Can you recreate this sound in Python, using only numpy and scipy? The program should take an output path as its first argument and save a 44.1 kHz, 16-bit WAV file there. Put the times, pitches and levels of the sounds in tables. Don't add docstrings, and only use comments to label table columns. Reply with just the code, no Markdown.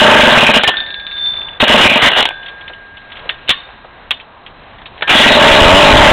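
import sys
import numpy as np
from scipy import signal
from scipy.fft import rfft, irfft
from scipy.io import wavfile
from scipy.ndimage import uniform_filter1d

SR = 44100
rng = np.random.default_rng(int(sys.argv[2]) if len(sys.argv) > 2 else 0)


def int16_out(signal):
    q = np.round(np.clip(np.atleast_2d(signal).T, -1, 1) * 32767)
    wavfile.write(sys.argv[1], SR, q.astype(np.int16))


def attenuation_scalar(level_db):
    decades = np.asarray(level_db, float) / 20
    return 10 ** decades


N = 269892
TIME = np.arange(N) / SR

# pitch in Hz, level in dB per Hz.
YARD_AIR = [(88, -28.5), (150, -13), (430, -11), (883, -2), (1300, -5.5), (3500, -14.5), (4000, -2.5),
            (5200, -64.5)]
# middle in seconds, length in seconds, extra level in dB.
GRIPS = [(.8, 0.09, 11), (1.4, .2, 7.7), (2.55, 0.22, 2.3), (3.24, 0.11, 9), (3.9, 0.089, 1.4),
         (4.85, .2, 4.4)]
# time in seconds, pitch in Hz, level in dB.
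HIGH_NEIGHBOUR = [(.72, 3493, -33), (.9, 3484, -37), (.988, 3482, -31), (1.04, 3480, -37),
                  (1.286, 3494, -27), (1.442, 3505, -28), (1.58, 3502, -37)]
# pitch in Hz, sinking in Hz per second, time to fade 60 dB in seconds.
HIGH_TONE = (3567, 18, .6)
LOW_TONE = (1637, 27, 1.2)
# start in seconds, high tone level in dB, low tone level in dB.
BRUSHES = [(.76, -18.5, -33.5), (0.879, -54.5, -35), (.95, -36, -36.5), (1.069, -40, -52),
           (1.12, -40.5, -36), (1.36, -21.5, -55), (1.456, -57, -44)]
# start in seconds, pitch in Hz, level in dB, time to fade 60 dB in seconds.
STRUCK_RINGS = [(.64, 1787, -12, .85), (.75, 1582, -33, 3), (.74, 3440, -28, .6), (2.26, 1545, -23, .6),
                (2.26, 1615, -28, 5), (2.26, 1787, -39, 2.5), (2.26, 3499, -29, .9), (2.26, 3548, -32, 1.1),
                (3.295, 1830, -24, .15), (3.295, 3590, -22, .15), (3.295, 2950, -22, .12),
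                (3.505, 3630, -21, .5), (3.505, 3710, -24, .4), (3.5, 1120, -20, .3), (3.5, 1800, -24, .25),
                (3.5, 2900, -20, .22), (4.112, 3590, -21, .16), (4.112, 2918, -19, .1),
                (4.112, 1109, -24, .1), (5.022, 1615, -22, .55), (5.022, 1787, -22, .55)]
# start in seconds, peak in dB, pitch in Hz, thud level in dB.
KNOCKS = [(0.635, 10.5, 2230, -10), (.676, 15.5, 2700, -2), (.7701, -32, 3740, -33),
          (1.6023, 5.5, 2870, -18), (1.6175, 3.5, 2500, -23), (2.2048, 2.5, 3020, -18),
          (2.226, 4, 3900, -9.5), (2.2538, 3.5, 3250, -7), (2.3069, -15, 2500, -16),
          (3.2918, -7, 3300, -40), (3.2955, -3.5, 2100, -22), (3.477, -16.5, 2820, -29),
          (3.485, -11, 3220, -33.5), (3.492, 11.5, 3890, -25), (3.5036, 11.5, 3510, -29),
          (4.108, -1, 3080, -29), (4.1131, -2.5, 3360, -21), (5.0094, -18, 1810, 1), (5.023, 1, 1690, -7),
          (5.0775, -7, 2900, -16), (5.096, 4, 2570, -7.5), (5.114, 2.5, 2490, -15)]
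# start in seconds, peak in dB, pitch in Hz.
TICKS = [(1.414, -17, 2680), (1.4822, -15, 2970), (1.5302, -20.5, 2420), (2.4277, -16.5, 3000),
         (2.4496, -23, 3320), (2.4601, -11, 3600), (2.482, -10.5, 3630), (2.6092, -16.5, 3440),
         (2.6783, -11, 3700), (2.732, -18, 2920), (2.9697, -16, 3030), (3.0163, -27, 2110),
         (3.1, -21, 2250), (3.1186, -12.5, 3460), (3.1545, -19, 2970), (3.1683, -12.5, 3500),
         (3.192, -17, 2420), (4.1983, -14, 2920), (4.4628, -14.5, 2800), (4.7835, -22.5, 2050),
         (4.816, -21.5, 1820), (4.857, -11.5, 3700), (4.9779, -18, 2050)]
# start in seconds, peak in dB, pitch in Hz.
TAPS = [(2.307, -6.5, 703), (2.698, -10.5, 570), (3.257, -12, 510), (3.689, -16, 778), (3.846, -13, 570),
        (3.885, -26, 990)]
# start in seconds, peak in dB.
PAWL_TICKS = [(.77, -12.5), (.8033, -15.5), (.8627, -17), (.8861, -23), (.905, -19), (.943, -17.5),
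              (0.9978, -20), (1.0672, -17.5), (1.1101, -16), (1.1666, -23), (1.176, -20), (1.261, -22),
              (1.3376, -24), (1.3633, -17)]
# pitch in Hz, level in dB, time to fade 60 dB in seconds.
PAWL_SPRING = [(3700, -8, 0.16), (3700, -4, 0.053), (3800, -22, 0.056)]
# pitch in Hz, width in Hz, level in dB.
CASING = [(1205, 1130, -5), (1943, 310, -3), (2474, 284, -1.5), (3296, 470, -7), (3837, 510, -1.5)]
# time in seconds, level in dB.
SPINS = [
    [(0, -9.5), (.508, -13), (.522, -14), (.545, -8.5), (.58, -12.5), (.62, -20.5), (.662, -26),
     (.684, -2.5), (.705, -29.5)],
    [(.705, -27.5), (.88, -43)],
    [(1.601, -15), (1.639, -13.5), (1.801, -9), (1.859, -5), (1.879, -16), (2.015, -10.5), (2.201, -13),
     (2.255, -24.5), (2.3, -31.5)],
    [(5.074, -18), (5.1, -14), (5.12, -15.5), (5.204, -6), (5.378, -7.5), (5.6, -6), (5.8, -3),
     (6.12, -5.5)],
]
# cover at start and end in dB, starter cup at start and end in dB.
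SPIN_RINGS = [
    (-2.5, -11.5, -9, -2),
    (4.5, 1, -19, -10.5),
    (-7, -12.5, -4.5, -5.5),
    (-10.5, -9, -9, -2.5),
]
# start in seconds, peak in dB.
PULLED = [(1.627, -7.5), (1.699, -10.5), (1.743, -1), (1.799, -16.5), (1.854, -5), (1.916, -21),
          (1.959, -15), (2.043, -29.5), (2.066, -17.5), (2.187, -24), (5.097, -23), (5.153, -12),
          (5.201, -7), (5.261, -6), (5.306, -5.5), (5.352, -9.5)]
# start in seconds, peak in dB.
CAUGHT = [(5.369, 3.2), (5.389, -14), (5.415, 1.5), (5.437, -4.5), (5.451, -4), (5.465, 1), (5.49, -0.5)]
# pitch in Hz, level in dB, time to fade 60 dB in seconds.
MUFFLER = [(300, -7, .03), (420, -11, .03), (588, 0, .09), (878, -3.5, .09), (1050, -10, .05)]
# time in seconds, shaft turns a second.
REVS = [(5.5, 52.2), (5.55, 64.5), (5.67, 84.6), (5.718, 92.1), (5.802, 99.7), (5.848, 102.7),
        (5.954, 107.1), (6.12, 109.5)]
# time in seconds, firing level in dB.
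FIRING = [(5.5, 4), (5.6, 7.5), (5.7, 10.5), (5.79, 9.5), (5.805, -12), (6.12, -12)]
TURNS_APART = [2, 2.5, 3]
BANGS_EACH = [5, 4, 4]
# start in seconds, peak in dB.
GUSTS = [(5.511, -2), (5.616, 8.5), (5.657, 6), (5.714, 1.5), (5.724, 2.2), (5.736, 9), (5.85, 2),
         (5.904, 1.5), (5.931, 7.5), (5.952, 4.5), (5.968, -2.5), (5.998, 7), (6.025, -0.5), (6.079, 0.5),
         (6.11, 0)]


def unit(x):
    return x / np.sqrt(np.mean(x ** 2))


def band(x, hz, width):
    return signal.lfilter(*signal.iirpeak(min(hz, 9000), max(hz / width, .3), SR), x)


def curve(rows):
    s, *columns = np.transpose(rows)
    on = uniform_filter1d(1. * ((TIME >= s[0]) & (TIME <= s[-1])), size=300)
    return [np.interp(TIME, s, c) for c in columns] + [on]


def walk(rate):
    k = int(SR / rate)
    held = np.repeat(rng.standard_normal(N // k + 1), k)
    return 1.64 * uniform_filter1d(uniform_filter1d(held, k), k)[:N]


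def add(out, s, sound):
    i = int(s * SR)
    out[i:i + len(sound)] += sound[:max(N - i, 0)]


def fade(t, t60):
    return np.exp(-np.log(1000) * t / t60)


def yard():
    yard_db, wind_db, hand_db = -39.5, -46.5, -48.5
    hz, db = np.transpose(YARD_AIR)
    f = np.fft.rfftfreq(N, 1 / SR)
    air = irfft(rfft(rng.standard_normal(N)) * attenuation_scalar(np.interp(np.log(f + 1), np.log(hz), db)), N)
    swell = walk(2.0)
    traffic = np.zeros(N)
    for centre in 150 * 2 ** np.arange(0, 5, .7):
        traffic += attenuation_scalar(0.16 * swell + 2.6 * walk(6.1)) * band(air, centre, centre / 2)
    wind = band(rng.standard_normal(N), 40, 72) * attenuation_scalar(0.79 * walk(7.6))
    table = band(rng.standard_normal(N), 630, 470) * attenuation_scalar(1.2 * walk(16))
    grip_db = sum(db * np.exp(-((TIME - s) / length) ** 2) for s, length, db in GRIPS)
    hiss = attenuation_scalar(yard_db + 0.33 * grip_db) * unit(traffic)
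    rumble = attenuation_scalar(wind_db + 0.35 * grip_db) * unit(wind)
    return hiss + rumble + attenuation_scalar(hand_db + grip_db) * unit(table)


def singing():
    slowing_s, attack_s = .72, 0.011
    rub_s, rub_db, rise_db_s, fall_db_s = 1.273, -12, 113, 155
    since = TIME - slowing_s
    high, low = np.zeros((2, N))
    attack = np.minimum(TIME / attack_s, 1)
    for s, high_db, low_db in BRUSHES:
        add(high, s, attenuation_scalar(high_db) * fade(TIME, HIGH_TONE[2]) * attack)
        add(low, s, attenuation_scalar(low_db) * fade(TIME, LOW_TONE[2]) * attack)
    high += attenuation_scalar(rub_db + np.minimum(rise_db_s * (TIME - rub_s), fall_db_s * (rub_s - TIME)))
    pair_hz, pair_db, on = curve(HIGH_NEIGHBOUR)
    tones = [(high, HIGH_TONE[0] - HIGH_TONE[1] * since),
             (low, LOW_TONE[0] - LOW_TONE[1] * since),
             (attenuation_scalar(pair_db), pair_hz)]
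    return on * np.sqrt(2) * sum(size * np.sin(2 * np.pi * np.cumsum(hz) / SR) for size, hz in tones)


def flywheel():
    out = singing()
    for s, hz, db, t60 in STRUCK_RINGS:
        beat = .6 + .8 * walk(160) if t60 <= .5 else 1
        add(out, s, attenuation_scalar(db) * beat * fade(TIME, t60) * np.sin(2 * np.pi * hz * TIME))
    return out


def knocks():
    out, t = np.zeros(N), TIME[:9000]
    shape = (fade(t, 0.065) + attenuation_scalar(6.5) * fade(t, 0.011)) * np.minimum(t / 0.00072, 1)
    for s, db, hz, thud_db in KNOCKS:
        burst = rng.standard_normal(len(t)) * shape
        bright = attenuation_scalar(-1.5) * band(burst, hz, 590) + attenuation_scalar(-2.5) * band(burst, 3360, 2700)
        thud = attenuation_scalar(thud_db + 4.5) * band(burst, 860, 440)
        add(out, s, attenuation_scalar(db) * (bright + thud))
    return out


def ticks_and_taps():
    pawl_hz, t60_s = 2380, .077
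    out, t = np.zeros(N), TIME[:9000]
    for s, db, hz in TICKS + [(s, db, pawl_hz) for s, db in PAWL_TICKS]:
        burst = rng.standard_normal(len(t)) * fade(t, t60_s) * np.minimum(t / 0.0015, 1)
        add(out, s, attenuation_scalar(db) * (attenuation_scalar(-2.5) * band(burst, hz, 260) + attenuation_scalar(-3.0) * band(burst, 3100, 2200)))
    for s, db, hz in TAPS:
        add(out, s, attenuation_scalar(db) * band(rng.standard_normal(len(t)) * fade(t, t60_s), hz, 330))
    spring = sum(attenuation_scalar(db) * fade(t, t60) * np.sin(2 * np.pi * hz * t) for hz, db, t60 in PAWL_SPRING)
    for s, db in PAWL_TICKS:
        add(out, s, attenuation_scalar(db) * spring * walk(430)[:len(t)])
    return out


def puffs():
    first_s, turns_hz, drag = .017, 31.5, 35
    k = np.arange(13)
    s = first_s + (turns_hz - np.sqrt(turns_hz ** 2 - 2 * drag * k)) / drag
    puff_db = 3.5 - 0.96 * k + 2.5 * (k % 2)
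    coast = list(zip(s, puff_db, -5 - 0.22 * k))
    pulled = [(s, db, db - 2) for s, db in PULLED]
    caught = [(s, db, db - 14.5) for s, db in CAUGHT]
    return coast + pulled + caught


def clatter():
    lead_s, hold_s, slack_db = .025, .05, -11
    knee_db, over_db = -17, 6
    scatter = np.repeat(rng.exponential(size=N // 40 + 1), 40)[:N]
    clicks = rng.standard_normal(N) * attenuation_scalar(3.5 * scatter)
    broad = np.zeros(N)
    for hz, width, db in CASING:
        broad += attenuation_scalar(4.75 * walk(20)) * attenuation_scalar(db) * band(clicks, hz, width)
    broad = unit(broad)
    broad += attenuation_scalar(-12) * unit(band(clicks, 780, 490) * attenuation_scalar(0.62 * walk(32)))
    cover = unit(band(clicks, 1594, 130) * attenuation_scalar(2.2 * walk(25)))
    cup = unit(band(clicks, 2886, 240) * attenuation_scalar(2.2 * walk(25)))

    stroke = sum(np.abs(TIME - s + lead_s - hold_s / 2) < hold_s / 2 for s, *_ in puffs())
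    slack = 1 - uniform_filter1d(np.minimum(stroke, 1.), size=250)
    slack *= np.interp(TIME, [.4, 1.6, 5.3, 5.4], [1, .85, .7, 0])
    out = np.zeros(N)
    for rows, rings in zip(SPINS, SPIN_RINGS):
        db, on = curve(rows)
        ends_s = [rows[0][0], rows[-1][0]]
        cover_db = np.interp(TIME, ends_s, rings[:2])
        cup_db = np.interp(TIME, ends_s, rings[2:])
        hard = np.clip((db - knee_db) / 5, 0, 1)
        size = on * attenuation_scalar(db + 6.0 + hard * (over_db + slack_db * slack))
        out += size * (broad + attenuation_scalar(cover_db - 5.0) * cover + attenuation_scalar(cup_db - 2.5) * cup)
    return out


def muffler_ring(t, shut_s, pitch):
    ring = sum(attenuation_scalar(db) * fade(t, t60) * np.sin(2 * np.pi * hz * pitch * t) for hz, db, t60 in MUFFLER)
    return ring * np.exp(-(t / shut_s) ** 4)


def running():
    fired, bangs = np.zeros((2, N))
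    turn_mark_s, flood_s, bang_db = 5.872, 5.811, 12
    hz, on = curve(REVS)
    phase = np.cumsum(hz * on) / SR
    turns = np.flatnonzero(np.diff(np.floor(phase - phase[int(turn_mark_s * SR)])))
    fired[turns] = attenuation_scalar(curve(FIRING)[0][turns] + 0.87 * rng.standard_normal(len(turns)))
    later = np.ceil(np.cumsum([0, *np.repeat(TURNS_APART, BANGS_EACH)])).astype(int)
    first = np.argmin(np.abs(turns / SR - flood_s))
    bangs[turns[first + later]] = attenuation_scalar(bang_db)
    return fired, bangs


def exhaust():
    puff_db, gas_db, gas_s = 6, -12, 0.023
    pulses, pumps, gusts = np.zeros((3, N))
    for s, db, case_db in puffs():
        add(pulses, s, attenuation_scalar(np.array([db + puff_db])))
        add(pumps, s, attenuation_scalar(np.array([puff_db + case_db - 0.5])))
    fired, bangs = running()
    t = TIME[:2000]
    thump = fade(t, 0.055) * np.sin(2 * np.pi * (270 - 1500 * t) * t) * np.minimum(t / .002, 1)
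    pairs = [(pulses, muffler_ring(t, .013, 1.025)),
             (fired, muffler_ring(t, .0075, 1.04)),
             (bangs, muffler_ring(t, .013, 1.005)),
             (pumps, thump)]
    strokes = sum(signal.fftconvolve(hits, ring)[:N] for hits, ring in pairs)
    strokes = signal.lfilter(*signal.butter(3, 150, "high", fs=SR), strokes)
    gas = signal.fftconvolve(pulses + fired + bangs, np.exp(-t / gas_s))[:N]
    gas *= unit(band(rng.standard_normal(N), 680, 830))
    for s, db in GUSTS:
        add(gusts, s, attenuation_scalar(db + 4.0) * t / 0.001 * (1 - t / 0.0065) * np.exp(-t / 0.0037))
    return attenuation_scalar(6.5) * strokes + attenuation_scalar(gas_db) * gas + gusts


def scene():
    background = yard() + flywheel()
    saw = knocks() + ticks_and_taps() + clatter() + exhaust()
    t = TIME[:14000]
    echo = unit(rng.standard_normal(len(t)) * fade(t, .32)) / np.sqrt(len(t))
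    wet = attenuation_scalar(-19) * signal.fftconvolve(saw, echo)[:N]
    return (background + saw + wet)[None]


def roll_off(x):
    return signal.sosfilt(signal.butter(12, 16620, fs=SR, output="sos"), x)


def record(dry):
    slow = signal.resample_poly(dry, 80, 441, axis=1)
    slow = np.clip(slow, -.68, .68)
    smooth = signal.firwin(numtaps=18 * 441 + 1, cutoff=3900, window=("kaiser", 4.6), fs=80 * SR)
    held = signal.resample_poly(slow, 441, 80, axis=1, window=smooth)
    mix = np.clip(held[:, :N], -.72, .72)
    return roll_off(mix)


dry = scene()
out = record(dry)
int16_out(out)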